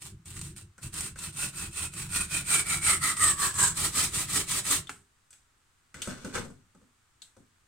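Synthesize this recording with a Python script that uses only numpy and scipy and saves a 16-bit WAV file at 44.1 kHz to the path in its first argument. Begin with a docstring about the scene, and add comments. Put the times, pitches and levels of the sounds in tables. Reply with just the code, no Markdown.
"""A hand saw cuts through a wooden dowel in a bench vise: a few catching starter strokes, then steady sawing.
Each tooth tears a burst of noise, which rings the stub, the blade and the vise; the bench rumbles along.
The stub rings lower as the kerf deepens, until fingers damp it. It snaps off with a crack, and the saw
is put down with clacks, thuds and skids of filtered noise, in a small workshop with a quiet noise floor."""
import sys
import numpy as np
from scipy import signal
from scipy.fft import rfft, irfft, next_fast_len
from scipy.io import wavfile
from scipy.ndimage import uniform_filter1d

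SR = 44100
rng = np.random.default_rng(int(sys.argv[2]) if len(sys.argv) > 2 else 0)


def store_wav(level_fs):
    """Save 16-bit WAV to argv[1]."""
    pcm = np.round(np.clip(np.atleast_2d(level_fs), -1, 1) * 32767)
    wavfile.write(sys.argv[1], SR, pcm.T.astype(np.int16))


N = 338247  # length in samples


def amp(db):
    """Decibels to gain."""
    return 10 ** (np.asarray(db) / 20)


def unit(x):
    """x at rms 1."""
    return x / np.sqrt(np.mean(x ** 2) + 1e-20)


def along(points, hz):
    """A table of frequency and value, read at hz on a log axis."""
    f, v = np.transpose(points)
    return np.interp(np.log(hz + 1), np.log(f + 1), v)


def curves(rows):
    """One value per sample for each column after the time."""
    seconds, *columns = np.transpose(rows)
    return [np.interp(np.arange(N) / SR, seconds, column) for column in columns]


def wobble(rate):
    """A random curve through rate knots a second."""
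    knots = rng.standard_normal(int(N * rate / SR) + 2)
    return np.interp(np.arange(N) * rate / SR, np.arange(len(knots)), knots)


def filtered(x, response):
    """x times a response of frequency."""
    n = x.shape[-1]
    padded = next_fast_len(n + SR // 4)
    spectrum = rfft(x, padded) * response(np.fft.rfftfreq(padded, 1 / SR))
    return irfft(spectrum, padded)[..., :n]


def coloured(x, spectrum):
    """x shaped by the given spectrum, at rms 1."""
    return unit(filtered(x, lambda hz: amp(along(spectrum, hz))))


def resonance(f, hz, width, ring_db):
    """Response of a mode that lifts the frequencies near hz."""
    return 1 + (amp(ring_db) - 1) * 1j * f * width / (hz * hz - f * f + 1j * f * width)


def add(track, s, sound):
    """Mix a sound into the track at time s."""
    part = track[max(round(s * SR), 0):][:len(sound)]
    part += sound[:len(part)]


# Likeness of left and right. 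Each row: frequency in Hz, correlation from -1 to 1.
STEREO_LIKENESS = [(40, 0.93), (110, 0.78), (220, 0.75), (350, .55), (650, -0.055), (1300, 0.73),
                   (2500, 0.28), (4500, 0.0091), (6800, -0.3), (7900, 0.76), (8500, 0.78), (15000, 0.95)]


def stereo(pair, likeness=STEREO_LIKENESS):
    """Two unrelated signals become left and right, as alike in each band as the table says."""
    def mid_and_side_gain(hz):
        angle = np.arccos(np.clip(along(likeness, hz), -1, 1)) / 2
        return np.array([np.cos(angle), np.sin(angle)])

    mid, side = filtered(pair, mid_and_side_gain)
    return np.array([mid + side, mid - side])


def tearing(rate, scatter_db, life, grit_db):
    """Each tooth tears a short burst of fibres, of random size and slightly uneven timing; left and right."""
    teeth_passed = np.floor(np.cumsum(rate * amp(2.5 * wobble(250))) / SR)
    bite_size = amp(scatter_db * np.clip(rng.standard_normal(N), -2, 2))
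    bites = (np.diff(teeth_passed, prepend=0) > 0) * bite_size
    tear = signal.lfilter([1], [1, -np.exp(-1 / (life * SR))], bites)
    # even out the level over 50 ms, so only the bursts remain
    tear /= np.sqrt(np.abs(uniform_filter1d(tear ** 2, SR // 20)) + 1e-6)
    fibres = np.tanh(rng.standard_normal((2, N)))  # a fibre can bear only so much before it breaks
    return unit(stereo((np.minimum(tear, 2.5) + amp(grit_db)) * fibres))


# Pace of the teeth at full blade speed: careful first strokes, then full ones.
# Each row: time in seconds, teeth a second.
TOOTH_PACE = [(.5, 198), (1.4, 410), (2.5, 680)]
# Colour of teeth tearing fibres. Each row: frequency in Hz, relative level in dB.
RASP_SPECTRUM = [(150, -6.5), (330, -3), (560, -9.5), (850, -5.5), (1200, -1), (1800, -2), (2600, -2.5),
                 (3600, 1), (6000, -1), (7200, 5.5), (8300, 6.5), (9700, 2.5), (11000, -7), (15800, -11.5)]
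# Modes of the vise. Each row: frequency in Hz, width in Hz, ring in dB.
VISE_MODES = [(315, 14, 8.5), (391, 10, 10), (589, 23, 6.5)]
GRAIN_DB, GRAIN_RATE = 1.28, 42  # hard and soft grain in the wood: depth, and knots a second


def saw():
    """The teeth rasp through the kerf and ring the stub, the blade and the vise."""
    speed, strength, _, pushing = arm()
    pace, = curves(TOOTH_PACE)
    teeth = tearing(pace * (.4 + .6 * speed), scatter_db=2, life=0.00076, grit_db=0)
    grain_db = GRAIN_DB * wobble(GRAIN_RATE)
    judder_db = 2.1 * wobble(75) * np.sqrt(400 / pace)  # a slow blade judders more
    teeth = teeth * amp(grain_db + judder_db)

    hz, t, z = signal.stft(teeth, SR, nperseg=1024)
    low_hz, high_hz, stub_db, blade_hz, blade_db = kerf(t, strength, pushing)
    f = hz[:, None]
    vise = np.prod([resonance(f, *mode) for mode in VISE_MODES], axis=0)
    stub_low = resonance(f, low_hz, 98, 1.37 * stub_db - 0.5)
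    stub_high = resonance(f, high_hz, 87.06, 1.51 * stub_db)
    blade = resonance(f, blade_hz, 830, blade_db)
    body = amp(along(RASP_SPECTRUM, f)) * vise * stub_low * stub_high * blade

    # the contact slides along the blade and wakes ever different plate modes
    streaks = rng.standard_normal(body.shape)
    streaks = uniform_filter1d(streaks, 4, 0)
    streaks = unit(uniform_filter1d(streaks, 5, 1))
    body = body * amp(1.7 * streaks)
    # the stroke's energy is shared out between rasp and ringing
    body /= np.sqrt(np.mean(np.abs(body) ** 2, axis=0))
    rasp = signal.istft(z * body, SR, nperseg=1024)[1][:, :N]
    return amp(-1.11) * strength * unit(rasp)


# Saw strokes. Each row: start in seconds, length in seconds, relative rasp level in dB at full speed,
# bench rumble in dB at full speed, direction (1 push, 0 pull).
SAW_STROKES = [(0.0, 0.13, -40.5, -52, 0), (0.249, 0.3, -45, -43.5, 1), (0.548, 0.11, -47.5, -51, 0),
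               (0.809, 0.11, -42, -43, 0), (0.917, 0.21, -36, -44.5, 1), (1.155, 0.16, -34.5, -44, 0),
               (1.324, 0.19, -30, -46, 1), (1.524, .183, -35, -42, 0), (1.704, 0.19, -31, -46, 1),
               (1.912, 0.18, -36, -42.5, 0), (2.084, 0.19, -27.5, -42, 1), (2.279, 0.16, -28, -42, 0),
               (2.442, .197, -22.5, -44, 1), (2.638, 0.17, -27, -41.5, 0), (2.798, .19, -20, -40, 1),
               (2.991, 0.17, -24, -42.5, 0), (3.158, .192, -19.5, -41, 1), (3.354, 0.18, -25.5, -43.5, 0),
               (3.531, .2, -21.5, -39, 1), (3.736, 0.18, -25.5, -41, 0), (3.907, 0.2, -24, -41.5, 1),
               (4.102, 0.18, -27, -41.5, 0), (4.262, 0.19, -25, -42.5, 1), (4.457, 0.18, -27.5, -44, 0),
               (4.622, 0.19, -25, -43.5, 1)]
# seconds for the arm to gather speed and to slow to the turn
PUSH_RUN_UP_S, PULL_RUN_UP_S, SLOW_DOWN_S = .088, .066, .072
JERK_RUN_UP_S, STARTING_UNTIL_S = .03, 1.05  # before there is a kerf the blade jerks into motion
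TURN_DIP_DB, BENCH_DIP_DB = 21.5, 6.5  # how much quieter the rasp and the rumble are at a turn


def arm():
    """Blade speed (0-1), cutting strength, bench shaking and direction: strokes run up, hold and slow down."""
    t = np.arange(N) / SR
    speed, strength, shaking, pushing = np.zeros((4, N))
    for start, length, db, bench_db, push in SAW_STROKES:
        inside = (t >= start) & (t < start + length)
        run_up = PUSH_RUN_UP_S if push > .5 else PULL_RUN_UP_S
        if start < STARTING_UNTIL_S:
            run_up = JERK_RUN_UP_S
        rising = (t[inside] - start) / run_up
        falling = (start + length - t[inside]) / SLOW_DOWN_S
        speed[inside] = np.sin(np.pi / 2 * np.clip(np.minimum(rising, falling), 0, 1))
        strength[inside] = amp(db + TURN_DIP_DB * (speed[inside] - 1))
        shaking[inside] = amp(bench_db + BENCH_DIP_DB * (speed[inside] - 1))
        pushing[inside] = push > .5
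    return speed, strength, shaking, pushing


BITE_POWER = 1.17  # a harder stroke cuts more than in proportion
STUB_LOW_HZ, STUB_LOW_DROP_HZ = 1473, 500  # the stub's low mode, and its fall until the fingers take hold
STUB_HIGH_HZ, STUB_HIGH_DROP_HZ = 2730, 1190  # the same for its high mode
# ring of the uncut dowel, and its gain as the neck thins; saw() scales both for each mode
STUB_RING, STUB_LOOSENS = 5, 9
STUB_FREE_DEPTH = .42  # past this share of the cut the stub rings no louder
# the blade's band is highest at this depth and sags either side
BLADE_HZ, BLADE_SAG_HZ, BLADE_SAG_DEPTH = 8810, 2000, 0.22
# its ring; more in a deep kerf, and more again on a push there
BLADE_RING_DB, BLADE_DEEP_DB, BLADE_PUSH_DB = 3.5, 3.5, 5.5
TOUCH_S, HOLD_S, GRIP_S = 3.63, 3.7, .1  # fingers brush the stub, begin to hold it, and take this long to close
# stub and blade as damped by the fingers
HELD_LOW_HZ, HELD_HIGH_HZ, HELD_STUB_RING, HELD_BLADE_HZ, HELD_BLADE_DB = 1250, 1960, 3, 8050, 2


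def kerf(t, strength, pushing):
    """The kerf deepens with the work done: the stub rings lower and freer until fingers damp it and the blade."""
    clock = np.arange(N) / SR
    work = np.cumsum(strength ** BITE_POWER)
    depth = np.minimum(np.interp(t, clock, work) / np.interp(HOLD_S, clock, work), 1)
    low_hz = STUB_LOW_HZ - STUB_LOW_DROP_HZ * depth ** 2
    high_hz = STUB_HIGH_HZ - STUB_HIGH_DROP_HZ * depth
    stub_ring = STUB_RING + STUB_LOOSENS * np.sqrt(np.minimum(depth, STUB_FREE_DEPTH))
    blade_hz = BLADE_HZ - BLADE_SAG_HZ * (depth - BLADE_SAG_DEPTH) ** 2
    push_db = BLADE_PUSH_DB * np.interp(t, clock, pushing)
    blade_db = BLADE_RING_DB + np.sqrt(depth) * (BLADE_DEEP_DB + push_db)

    def held(free, damped, since):
        """From the free value to the damped one as the fingers close."""
        return free + (damped - free) * np.interp(t, [since, HOLD_S + GRIP_S], [0, 1])

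    return (held(low_hz, HELD_LOW_HZ, HOLD_S), held(high_hz, HELD_HIGH_HZ, HOLD_S),
            held(stub_ring, HELD_STUB_RING, TOUCH_S),
            held(blade_hz, HELD_BLADE_HZ, HOLD_S), held(blade_db, HELD_BLADE_DB, HOLD_S))


# Colour of a tick or click. Each row: frequency in Hz, relative level in dB.
CLICK_SPECTRUM = [(200, -24.5), (700, -11.5), (1500, -5), (5500, -4), (8500, 7.5), (10500, -9),
                  (16000, -19)]
# Teeth catching in the wood. Each row: time in seconds, relative level in dB.
TOOTH_CATCHES = [(0.0194, -30.5), (0.2573, -33), (0.3676, -28.5), (0.392, -27.5), (0.4135, -23.5),
                 (0.5631, -33), (0.8295, -29.5), (0.9408, -24.5), (1.0071, -17.5), (1.1892, -25.5),
                 (1.9375, -26), (2.0911, -32), (2.1241, -25), (3.1687, -22), (3.5414, -26), (4.6528, -20.5)]
CATCH_DB, CATCH_T60_S = -7.5, .028  # trim on every tick, and its decay


def catches():
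    """A tooth hangs in the wood and breaks free with a sharp tick."""
    track, t = np.zeros(N), np.arange(SR // 20) / SR
    for s, db in TOOTH_CATCHES:
        tick = coloured(rng.standard_normal(len(t)), CLICK_SPECTRUM)
        add(track, s, amp(db + CATCH_DB - 60 * t / CATCH_T60_S) * tick)
    return track


SNAP_S, SNAP_HZ, SNAP_WIDTH_HZ = 4.894, 1700, 950  # when the stub breaks off, its ring and the ring's width
SNAP_CLICK_DB, SNAP_RING_DB, SNAP_THUD_DB = -39, -31.5, -51.5
SNAP_VISE_HZ, SNAP_VISE_DB, SNAP_VISE_T60_S = 400, -50, .3  # the vise rings on after it


def snap():
    """The last fibres break with a crack, and the freed vise rings."""
    track, t = np.zeros(N), np.arange(SR // 2) / SR
    add(track, SNAP_S, contact(SNAP_CLICK_DB, SNAP_HZ, SNAP_WIDTH_HZ, SNAP_RING_DB, SNAP_THUD_DB))
    vise = amp(SNAP_VISE_DB - 60 * t / SNAP_VISE_T60_S) * np.sin(2 * np.pi * SNAP_VISE_HZ * t)
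    add(track, SNAP_S, vise)
    return track


# Jolts: the blade jams, the stub breaks, the saw lands. Each row: time in seconds, level in dB.
BENCH_JOLTS = [(.122, -38), (.497, -41), (4.894, -43), (5.945, -44)]
# Modes of the bench. Each row: frequency in Hz, width in Hz, ring in dB.
BENCH_MODES = [(79.2, 10.3, 8), (97.7, 6.5, 6), (137.9, 8, 9), (161, 12, 6)]
# Colour of the rumble. Each row: frequency in Hz, relative level in dB.
RUMBLE_SPECTRUM = [(20, -6.5), (45, 2.5), (60, -3.5), (80, 1), (110, 0), (150, -2), (195, -1), (275, -21),
                   (330, -5), (450, -30), (700, -49.5), (1500, -89.5)]
JOLT_T60_S, BENCH_T60_S = .06, 0.35  # how fast a jolt and the bench's rumble die


def bench():
    """Strokes and jolts shake the vise, and the bench under it rumbles in lumps at its own modes."""
    _, _, shaking, _ = arm()
    t = np.arange(SR // 2) / SR
    for s, db in BENCH_JOLTS:
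        add(shaking, s, amp(db - 60 * t / JOLT_T60_S))
    dying = amp(-60 * t / BENCH_T60_S) ** 2  # decay of energy
    energy = signal.oaconvolve(shaking ** 2, dying / dying.sum())[:N]
    lumps = amp(2.85 * wobble(45)) * rng.standard_normal(N)
    frame = filtered(lumps, lambda f: np.prod([resonance(f, *mode) for mode in BENCH_MODES], axis=0))
    return np.sqrt(np.abs(energy)) * coloured(frame, RUMBLE_SPECTRUM)


# Hard contacts of wood and steel. Each row: time in seconds, relative click level in dB,
# ring frequency in Hz, relative ring level in dB.
HARD_CLACKS = [(.780, -54, 1500, -49), (1.158, -51, 1685, -44), (4.871, -55, 3420, -45.5),
               (5.306, -56.5, 8000, -48.5), (5.329, -52, 2800, -55), (5.943, -47.5, 1960, -41),
               (6.019, -32.5, 3120, -32), (6.364, -47.5, 1800, -32), (7.219, -48.5, 3860, -44)]
# Soft, heavy contacts: most as the saw is put down, the last a low rustle as an arm reaches over. 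Each row:
# time in seconds, relative thud level in dB.
SOFT_BUMPS = [(6.074, -29.5), (6.246, -32), (6.378, -32.5), (6.449, -42), (6.502, -50), (6.749, -57),
              (6.815, -59.5), (7.367, -52)]
CLACK_WIDTH_HZ = 620  # width of the ring: the wider, the shorter
# thud relative to the ring of a clack of this pitch; higher clacks are lighter contacts
CLACK_THUD_DB, LIGHTER_DB_PER_OCTAVE, CLACK_HZ = -12, 15, 1680
BUMP_CLICK_DB, BUMP_RING_DB, BUMP_HZ, BUMP_WIDTH_HZ = -11, -5, 810, 600  # click and ring relative to the thud


def knocks():
    """Clacks are mostly ring and click, bumps mostly thud."""
    track = np.zeros(N)
    for s, click_db, hz, ring_db in HARD_CLACKS:
        thud_db = ring_db + CLACK_THUD_DB - LIGHTER_DB_PER_OCTAVE * np.log2(hz / CLACK_HZ)
        add(track, s, contact(click_db, hz, CLACK_WIDTH_HZ, ring_db, thud_db))
    for s, db in SOFT_BUMPS:
        add(track, s, contact(db + BUMP_CLICK_DB, BUMP_HZ, BUMP_WIDTH_HZ, db + BUMP_RING_DB, db))
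    return track


# Colour of a thud. Each row: frequency in Hz, relative level in dB.
THUD_SPECTRUM = [(25, -26), (60, -12), (100, -1.5), (160, -2.5), (240, 2), (330, -3.5), (450, -6),
                 (700, -21), (1500, -37), (4000, -90)]


def contact(click_db, hz, width, ring_db, thud_db):
    """A click, a short ring of the struck part and a thud of what lies under it."""
    t = np.arange(SR // 4) / SR
    click_noise, ring_noise, thud_noise = rng.standard_normal((3, len(t)))
    click_decay = amp(-60 * t / 0.0227) + amp(-6.5 - 60 * t / 0.31)  # a sharp start and a longer tail
    click = coloured(click_noise, CLICK_SPECTRUM) * click_decay
    ring = unit(filtered(ring_noise, lambda f: 1 / (1 + ((f - hz) / width) ** 2)))
    ring = ring * amp(-60 * t * width / 30)
    thud = coloured(thud_noise, THUD_SPECTRUM) * amp(-60 * t / 0.14)
    return amp(click_db) * click + amp(ring_db) * ring + amp(thud_db) * thud


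# The saw skids after landing. Each row: time of the peak in seconds, relative level in dB.
SKIDS = [(6.101, -39), (6.255, -43.5), (6.354, -30)]
# Colour of the skids. Each row: frequency in Hz, relative level in dB.
SKID_SPECTRUM = [(40, -6.5), (250, -3), (470, -4.5), (620, -9.5), (1000, -9.5), (1400, -7), (2400, -12),
                 (5200, -16), (8400, -14), (10500, -26.5), (15800, -37.5)]
SKID_RISE_DB_PER_S, SKID_FALL_DB_PER_S = 650, 239
# light rubbing between the skids; its level is relative, like theirs
DRAG_FROM_S, DRAG_TO_S, DRAG_DB, DRAG_FADE_DB_PER_S = 5.945, 6.39, -51, 117


def slide():
    """The saw drags and skids over its resting place until it lies still."""
    t = np.arange(N) / SR
    level = (t > DRAG_FROM_S) * amp(DRAG_DB - DRAG_FADE_DB_PER_S * np.maximum(t - DRAG_TO_S, 0))
    for s, db in SKIDS:
        drop_db = np.maximum(SKID_RISE_DB_PER_S * (s - t), SKID_FALL_DB_PER_S * (t - s))
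        level = np.maximum(level, amp(db - drop_db))
    rubbing = tearing(np.full(N, 190.), scatter_db=2.0, life=0.0014, grit_db=-11)
    return amp(-1.9) * level * coloured(rubbing, SKID_SPECTRUM)


# Decay of the workshop. Each row: frequency in Hz, time to fall by 60 dB in seconds.
ROOM_DECAY = [(100, 0.54), (400, 0.27), (1500, 0.24), (8000, 0.17), (15000, 0.13)]


def workshop(x, wet_db, early_db, early_t60):
    """The direct sound, dense reflections from bench and shelves, and a short tail."""
    hz, t, z = signal.stft(rng.standard_normal((2, SR // 3)), SR, nperseg=256)
    decay = amp(-60 * t / along(ROOM_DECAY, hz)[:, None])
    tail = signal.istft(z * decay, SR, nperseg=256)[1]
    t = np.arange(tail.shape[1]) / SR
    early = rng.standard_normal(tail.shape) * amp(-60 * t / early_t60)
    tail = amp(wet_db) * tail / np.linalg.norm(tail[0])
    early = amp(early_db) * early / np.linalg.norm(early[0])
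    answer = stereo(tail + early)
    answer[:, 0] += 1  # the direct sound
    return signal.oaconvolve(x, answer / np.linalg.norm(answer[0]), axes=1)[:, :N]


# Colour of the quiet room. Each row: frequency in Hz, relative level in dB.
FLOOR_SPECTRUM = [(20, -4), (50, -6), (100, -4.5), (180, -16), (320, -16.5), (550, -23), (1300, -13),
                  (2200, -19), (5500, -24), (8300, -19.5), (11000, -31.5), (15800, -35)]
# Likeness of left and right in it. Each row: frequency in Hz, correlation from -1 to 1.
FLOOR_LIKENESS = [(60, 0.94), (200, 0.65), (600, 0.18), (8000, 0.22)]


def quiet_room():
    """Steady, faint coloured noise, wide above the bass."""
    noise = stereo(rng.standard_normal((2, N)), FLOOR_LIKENESS)
    return amp(-68.5) * coloured(noise, FLOOR_SPECTRUM)


# Place of the sawing between the speakers. Each row: frequency in Hz, left minus right in dB.
SAW_BALANCE = [(300, 0.4), (1200, 0.6), (2500, -1.3), (5000, -1), (9000, -3), (14000, -1)]


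def scene():
    """Sawing with its treble a little to the right, clatter a little to the left, over the quiet room."""
    cutting = workshop(saw() + catches() + snap(), wet_db=-5.5, early_db=-5, early_t60=0.045)
    cutting = filtered(cutting, lambda hz: amp(0.42 + np.outer([.5, -.5], along(SAW_BALANCE, hz))))
    clatter = workshop(knocks() + slide(), wet_db=-0.5, early_db=0, early_t60=0.041)
    clatter = clatter * amp([[1.6], [.8]])  # left and right gain in dB
    return cutting + clatter + bench() + quiet_room()


def record(dry):
    """Nothing is kept above the band limit of 15.9 kHz."""
    return filtered(dry, lambda hz: hz < 15900)


dry = scene()
out = record(dry)
store_wav(out)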